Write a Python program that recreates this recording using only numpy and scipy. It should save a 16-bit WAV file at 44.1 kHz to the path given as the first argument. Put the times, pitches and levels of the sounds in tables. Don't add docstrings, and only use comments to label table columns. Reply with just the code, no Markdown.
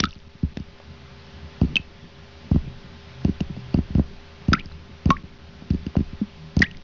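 import sys
import numpy as np
from scipy import signal
from scipy.fft import rfft, irfft, next_fast_len
from scipy.io import wavfile
from scipy.ndimage import uniform_filter1d, map_coordinates

SR = 44100
rng = np.random.default_rng(int(sys.argv[2]) if len(sys.argv) > 2 else 0)


def file_out(sig):
    cols = np.atleast_2d(sig).T
    lim = np.clip(cols, -1, 1)
    pcm = np.round(lim * 32767).astype(np.int16)
    wavfile.write(sys.argv[1], SR, pcm)


def undo_db(level):
    steps = np.asarray(level, float) / 20
    return 10 ** steps


N = 301203
LEAD = 512

# frequency in Hz, width in Hz, level in dB.
HULL_MODES = [
    (69.1, 14, -13),
    (138, 310, -22.5),
    (207, 56, -1.5),
    (208, 144.2, 3),
    (256.2, 105, 3),
    (483.7, 460, -46.5),
    (880.0, 2100, -30.5),
]
# start in seconds, blow in dB, contact sharpness in Hz, slap in dB, tick in dB.
LANDINGS = [(-.0025, -19.5, 590, -24.5, -45.5), (0.4272, -7.5, 150, -45, -46), (0.5664, -25, 830, -30, -42),
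            (1.61, -3.5, 150, -49, -30), (2.5084, -3.5, 142, -23.5, -40), (3.2438, -9.5, 324, -22, -25),
            (3.7383, -9.5, 350, -19, -24), (3.9464, -4.5, 148, -26, -30), (4.479, -4, 142.6, -28.5, -35),
            (5.0528, -4, 147, -27, -26), (5.6999, -6.5, 160, -40, -28), (5.8613, -21.5, 790, -40.5, -29),
            (5.9622, -8, 256, -24.5, -27), (6.5627, -5, 164, -23.5, -23)]
# start in seconds, blow in dB, contact sharpness in Hz,
# slap in dB.
CRATER_CLAPS = [(0.0279, -22, 890, -53), (0.5951, -20, 170, -57), (1.6294, -13.5, 350, -52),
                (1.6416, -18.5, 570, -51), (2.541, -10.5, 230, -42), (2.554, -9.5, 290, -24),
                (3.2778, -21, 900, -45), (3.2879, -15, 620, -49), (3.77, -13, 240, -48),
                (3.7824, -14, 490, -27.5), (3.9763, -10, 244, -30), (3.9911, -12.5, 865, -21),
                (4.517, -13.5, 916, -25.5), (5.0881, -14.5, 900, -49), (5.7305, -20, 310, -54),
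                (5.7418, -19.5, 700, -57), (5.9871, -20, 900, -43), (6.001, -15, 410, -46),
                (6.599, -12.5, 585, -24.5)]
# start in seconds, blow
# in dB, contact sharpness in Hz, slap in dB, tick in dB.
GLANCING_BLOWS = [(.0376, -20.5, 670, -52, -50), (.4393, -19, 160, -60, -59),
                  (1.6115, -45.5, 930, -20, -49), (1.7536, -27, 694, -32.5, -46),
                  (3.404, -15.8, 553, -44, -49), (3.4009, -45.5, 900, -28, -26),
                  (3.5678, -26.5, 150, -55, -57), (3.561, -49, 900, -33.5, -47),
                  (4.5346, -16.5, 880, -50, -50), (5.068, -47.5, 894, -31, -51),
                  (5.0993, -10.5, 270, -17, -51.5), (5.617, -35, 896, -40, -50), (5.95, -41, 900, -20, -50),
                  (6.5879, -14.5, 150, -52, -47), (6.6227, -13, 150, -49, -50),
                  (6.619, -47, 900, -25.5, -44.5)]
# start in seconds, blow in dB.
NUDGES = [(0.064, -27), (.155, -32), (.266, -36), (.345, -34.5), (1.7897, -25), (2.669, -26.5),
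          (3.409, -19), (3.493, -22.5), (3.4991, -21), (3.898, -22), (4.6503, -28), (5.2314, -27),
          (6.1247, -24)]
DEEP_BOOST = (12.5, 11, -21.5, 14)
# frequency in Hz, width in Hz, level in dB.
TICK_MODES = [
    (1400, 500, -4.5),
    (2800, 250, 4),
    (4700, 280, 1),
    (6360, 310, -3.5),
]
# start in seconds, peak in dB, t60 in seconds, brightest Hz.
FILM_CRACKS = [(.001, -11.5, 0.017, 2500), (0.0377, -9.5, 0.004, 2260), (0.0426, -22.5, 0.0065, 3540),
               (0.054, -23.5, 0.0066, 4500), (0.5712, -23, .005, 2500), (0.7998, -33.5, 0.0095, 584),
               (1.757, -26.5, 0.0089, 4500), (1.766, -26, 0.022, 5510), (4.5309, -9, .006, 2150),
               (4.533, -20, 0.038, 2450), (3.4058, -28, .014, 5400), (4.715, -37, 0.0047, 1180),
               (5.1035, -12, .008, 2900), (5.104, -9, .017, 1600), (5.116, -33.5, 0.0052, 4000),
               (6.5913, -20, .012, 4470), (6.61, -26.5, 0.0089, 4980), (6.6153, -33, 0.0089, 5470),
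               (6.619, -11.5, 0.03, 3400), (6.622, -18, 0.025, 4950), (6.622, -21, 0.046, 1390),
               (1.756, -31.5, 0.074, 1294), (6.713, -41.5, 0.01, 5000), (6.770, -34.5, 0.0057, 4300)]
# start in seconds, peak in dB, pitch in Hz.
SPRAY_DROPLETS = [(.0015, -13, 3660), (.0035, -10, 5270), (.007, -28, 3660), (.031, -27.5, 2430),
                  (0.0423, -20.5, 4550), (.054, -19.5, 3700), (.108, -32.5, 3400), (.129, -35.5, 2800),
                  (4.593, -32, 2620), (4.597, -27.5, 2760), (4.658, -33.5, 5000), (5.709, -36, 3900),
                  (6.748, -40, 2110)]
# start in seconds, start pitch in Hz, end pitch in Hz,
# life in seconds, peak in dB.
BURSTING_BUBBLES = [
    (.035, 2400, 2500, .0051, -30.5),
    (.055, 1313, 1580, 0.023, -28.5),
    (1.7564, 2935, 3060, 0.0035, -6),
    (1.7577, 3050, 3170, .0089, -11),
    (4.544, 1250, 3005, 0.063, -28.5),
    (4.605, 2340, 2980, 0.011, -29.5),
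    (4.721, 4030, 4100, .0073, -37),
    (6.628, 1592, 2720, .043, -22.5),
    (6.638, 2830, 3870, .012, -27.5),
    (6.64, 3350, 4500, 0.0046, -26),
]
# start in seconds, start pitch in Hz, end pitch in Hz,
# life in seconds, peak in dB.
DRIVEN_BUBBLES = [
    (4.5306, 1485, 1420, .005, -12.5),
    (4.532, 4950, 4970, 0.0043, -16.5),
    (4.532, 5980, 6200, 0.0032, -22.5),
    (4.546, 1920, 2950, .009, -25.5),
    (5.166, 1580, 2980, .0062, -30.5),
    (6.619, 1820, 2160, .011, -7),
    (6.712, 2730, 3120, 0.0031, -33),
]
# start in seconds, start pitch in Hz, end pitch in Hz, t60 in seconds,
# peak in dB.
RINGING_BUBBLES = [
    (0.038, 1280, 1400, 0.033, -9.5),
    (1.7665, 2607, 2620, 0.028, -4.5),
    (3.409, 192, 195, 0.069, -22.5),
    (3.571, 189, 200, 0.14, -28.5),
    (4.535, 1358, 1320, 0.034, -3.5),
    (5.1043, 1080, 1240, 0.093, -7),
    (6.2145, 205, 200, 0.1, -9),
    (6.66, 1870, 1930, .24, -40),
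]
# frequency in Hz, level in dB.
HISS_SPECTRUM = [(150, -40.5), (250, -25), (330, -20), (500, -15), (700, -15.5), (900, -17.5),
                 (1500, -16.5), (3300, -18.5), (5000, -23), (6300, -31), (7300, -29.5), (9500, -62.5)]
# frequency in Hz, level in dB.
LAPPING_SPECTRUM = [(35, -28), (50, -15), (75, 0.5), (105, -9.5), (140, -2.5), (190, -5.5), (240, -11),
                    (280, -16.5), (400, -18), (600, -41.5)]
# frequency in Hz, level in dB per Hz.
SLOSH_SPECTRUM = [(3, -14.5), (12, -3), (30, -0.5), (45, -27.5), (60, -56)]
# multiple of the hum's fundamental, level in dB over the hiss.
HUM_PARTIALS = [(1, 3), (3, -6), (5, -3), (7, -9), (9, -17), (11, -12), (13, -14), (15, -19)]
# middle in seconds, half length in seconds, pitch in Hz, level in dB.
DRONE_SWELLS = [
    (1.2, .4, 138, -52),
    (2.3, .3, 133, -56.5),
    (2.75, 0.11, 130, -45),
    (3.185, 0.074, 127.6, -38.5),
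    (3.604, 0.22, 125.3, -42.5),
    (5.6, 0.15, 156, -47),
    (6.5, 0.095, 160.3, -38),
]
# middle in seconds, depth in dB.
LEVEL_DIPS = [
    (.149, -10),
    (0.1862, -35),
    (0.2872, -46),
    (0.54, -32),
    (4.6218, -13),
    (4.695, -12),
    (5.2314, -46),
    (5.383, -35),
    (6.8277, -22),
]
# frequency in Hz, level in dB.
TOP_END = [(6000, 0.5), (7000, -13), (7400, -20), (7800, -48.5), (16000, -60)]


def unit(x):
    return x / np.sqrt(np.mean(x ** 2) + 1e-20)


def along(points, hz):
    f, v = np.transpose(points)
    return np.interp(np.log(hz + 1), np.log(f + 1), v)


def filtered(x, response):
    m = next_fast_len(x.shape[-1] + 8192)
    spectrum = rfft(x, m) * response(np.fft.rfftfreq(m, 1 / SR))
    return irfft(spectrum, m)[..., :x.shape[-1]]


def resonance(f, hz, width_hz):
    return 1j * f * width_hz / (hz * hz - f * f + 1j * f * width_hz)


def modal_terms(f, modes):
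    return [(-1) ** k * undo_db(db) * resonance(f, hz, width) for k, (hz, width, db) in enumerate(modes)]


def add(track, s, sound):
    part = track[LEAD + round(s * SR):][:len(sound)]
    part += sound[:len(part)]


def blows():
    claps = [row + (-39.5,) for row in CRATER_CLAPS]
    nudges = [(s, db, 170, -120, -120) for s, db in NUDGES]
    kinds = (LANDINGS, claps, GLANCING_BLOWS, nudges)
    return [row + (deep_db,) for kind, deep_db in zip(kinds, DEEP_BOOST) for row in kind]


def thumps():
    bending = 0.816
    slap_hz, slap_width_hz = 556, 0.74 * 556
    slap_lag_s, slap_lag_s_per_khz = .0066, -.0034
    track = np.zeros(N + LEAD)
    f = np.fft.rfftfreq(16384, 1 / SR)
    travel = np.exp(-1j * bending * np.sqrt(f))
    lowest, *higher = modal_terms(f, HULL_MODES)
    higher = sum(higher)
    slap_body = resonance(f, slap_hz, slap_width_hz) ** 2 / (1 + 1j * f / 1500)
    slap = irfft(np.exp(-.3j * np.sqrt(f)) * slap_body)[:1024]
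    slap = slap / np.abs(slap).max()
    for s, db, sharp_hz, slap_db, _, deep_db in blows():
        push = undo_db(db + 50.0) / (1 + 1j * f / sharp_hz) ** 2
        add(track, s, irfft(travel * push * (undo_db(deep_db) * lowest + higher)))
        slap_s = s + slap_lag_s + slap_lag_s_per_khz * sharp_hz / 1000
        add(track, slap_s, -undo_db(slap_db) * slap)
    return track[LEAD:]


def burst(db, t60, colour):
    t = np.arange(2048) / SR
    envelope = undo_db(-60 * t / t60) * (1 - np.exp(-t / 0.00082))
    puff = filtered(rng.standard_normal(len(t)) * envelope, colour)
    return undo_db(db) * puff / np.abs(puff).max()


def ticks(track):
    lag_s, t60_s = .0038, 0.0027
    for s, *_, tick_db, _ in blows()[:-len(NUDGES)]:
        add(track, s + lag_s, burst(tick_db, t60_s, lambda f: sum(modal_terms(f, TICK_MODES))))


def cracks(track):
    for s, db, t60, hz in FILM_CRACKS:
        add(track, s, burst(db, t60, lambda f: resonance(f, hz, 1.2 * hz) ** 2))


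def spray(track):
    shower_s, shower_db, fade_db_per_s, shower_hz = .22, -35, 75, 4000
    when, size, pitch = rng.uniform(-1, 1, size=(26, 3)).T
    start = shower_s * ((when + 1) / 2) ** 1.5
    level = shower_db - fade_db_per_s * start + 4 * size
    shower = list(zip(start, level, shower_hz * (1 + .38 * pitch)))
    for s, db, hz in SPRAY_DROPLETS + shower:
        add(track, s - .0005, burst(db, 0.0055, lambda f: resonance(f, hz, 0.26 * hz) ** 2))


def snaps():
    track = np.zeros(N + LEAD)
    ticks(track)
    cracks(track)
    spray(track)
    return track[LEAD:]


def quiver(t, db):
    return db * map_coordinates(rng.standard_normal(40), [t * 300])


def bubbles():
    track = np.zeros(N + LEAD)
    fading = [row + (3.6 * row[3],) for row in BURSTING_BUBBLES]
    driven = [row + (42 * row[3],) for row in DRIVEN_BUBBLES]
    ringing = [(s, a, b, .52 * t60, db, t60) for s, a, b, t60, db in RINGING_BUBBLES]
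    for s, start_hz, end_hz, life, db, t60 in fading + driven + ringing:
        t = np.arange(round(life * SR)) / SR
        pinch = 0.51 * np.exp(-t * start_hz / 0.51)
        hz = start_hz * (1 + pinch) + (end_hz - start_hz) * (t / life) ** 2.2
        fade_in = 1 - np.exp(-t * start_hz / .6)
        fade_out = 1 - np.exp(-(life - t) * end_hz / 3)
        strength = undo_db(db - 60 * t / t60 + quiver(t, db=-db / 12))
        add(track, s, strength * fade_in * fade_out * np.sin(2 * np.pi * np.cumsum(hz) / SR))
    return track[LEAD:]


def echoes(x, t60, db):
    t = np.arange(SR // 3) / SR
    tail = rng.standard_normal(len(t)) * undo_db(-60 * t / t60) * (1 - np.exp(-t / 0.0011))
    return undo_db(db) * signal.fftconvolve(x, tail / np.linalg.norm(tail))[:N]


def noise(spectrum, patchy_db):
    z = signal.stft(rng.standard_normal(N), nperseg=512)[2]
    field = uniform_filter1d(rng.standard_normal(z.shape), size=5, axis=0)
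    field = unit(uniform_filter1d(field, size=10, axis=1))
    patchy = signal.istft(z * undo_db(patchy_db * field), nperseg=512)[1][:N]
    curve = [(0.89, -120)] + spectrum + [(SR / 2, -120)]
    return unit(filtered(patchy, lambda f: undo_db(along(curve, f))))


def settling(power, seconds):
    keep = np.exp(-1 / (seconds * SR))
    return signal.lfilter([1 - keep], [1, -keep], power)


def gain_control(dull, bright):
    attack_s, release_s, bass_db = 0.068, 0.42, -9
    duck_db, knee_db, earlier_db = 6, -37.5, -22
    t = np.arange(N) / SR
    heard = bright ** 2 + (undo_db(bass_db) * dull) ** 2
    loud = settling(settling(heard, attack_s), release_s)
    loud = loud + undo_db(2 * earlier_db) * np.exp(-t / release_s)
    return (1 + loud / undo_db(2 * knee_db)) ** (-duck_db / 20)


def lapping(dull, gain):
    calm_db, stirred_db, settle_s = -45, -20.5, .1
    stirred = undo_db(2 * stirred_db) * settling(dull ** 2, settle_s)
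    return np.sqrt((gain * undo_db(calm_db)) ** 2 + stirred) * noise(LAPPING_SPECTRUM, patchy_db=4.0)


def slosh(dull):
    calm_db, stirred_db, settle_s = -74, -16.5, 0.064
    stirred = undo_db(2 * stirred_db) * settling(dull ** 2, settle_s)
    return np.sqrt(undo_db(2 * calm_db) + stirred) * noise(SLOSH_SPECTRUM, patchy_db=-0.5)


def low_hum():
    t = np.arange(N) / SR
    drift = map_coordinates(rng.standard_normal(40), [t * 4])
    turn = 2 * np.pi * 79.56 * t + 0.044 * drift
    return sum(undo_db(db) * np.sin(k * turn + rng.uniform(0, 2 * np.pi)) for k, db in HUM_PARTIALS)


def background(dull, bright):
    gain = gain_control(dull, bright)
    air = undo_db(-48) * gain * (noise(HISS_SPECTRUM, patchy_db=0.86) + low_hum())
    return air + lapping(dull, gain) + slosh(dull)


def drone():
    t = np.arange(N) / SR
    waver = map_coordinates(rng.standard_normal(60), [t * 7])
    tones = np.zeros(N)
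    for middle, half, hz, db in DRONE_SWELLS:
        swell = undo_db(db) * np.exp(-((t - middle) / half) ** 2)
        tones += swell * np.sin(2 * np.pi * hz * t + 0.75 * waver)
    return undo_db(4.3 * waver) * tones


def scene():
    dull = thumps()
    bright = snaps() + bubbles()
    softened = filtered(bright, lambda f: 1 / (1 + 1j * f / 3500))
    tails = echoes(softened, t60=0.21, db=-20.5) + echoes(dull, t60=.08, db=-11)
    return (dull + bright + tails + background(dull, bright) + drone())[None]


def band_limit(x):
    return signal.sosfilt(signal.butter(12, 7440, fs=SR, output="sos"), x)


def record(dry):
    t = np.arange(N) / SR
    dips_db = sum(db * np.exp(-((t - s) / .0016) ** 2) for s, db in LEVEL_DIPS)
    x = filtered(dry * undo_db(dips_db), lambda f: undo_db(along(TOP_END, f)))
    x = x - .012 * x ** 3 - .002
    x = x + undo_db(-96) * rng.standard_normal(N)
    return band_limit(x)


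dry = scene()
out = record(dry)
file_out(out)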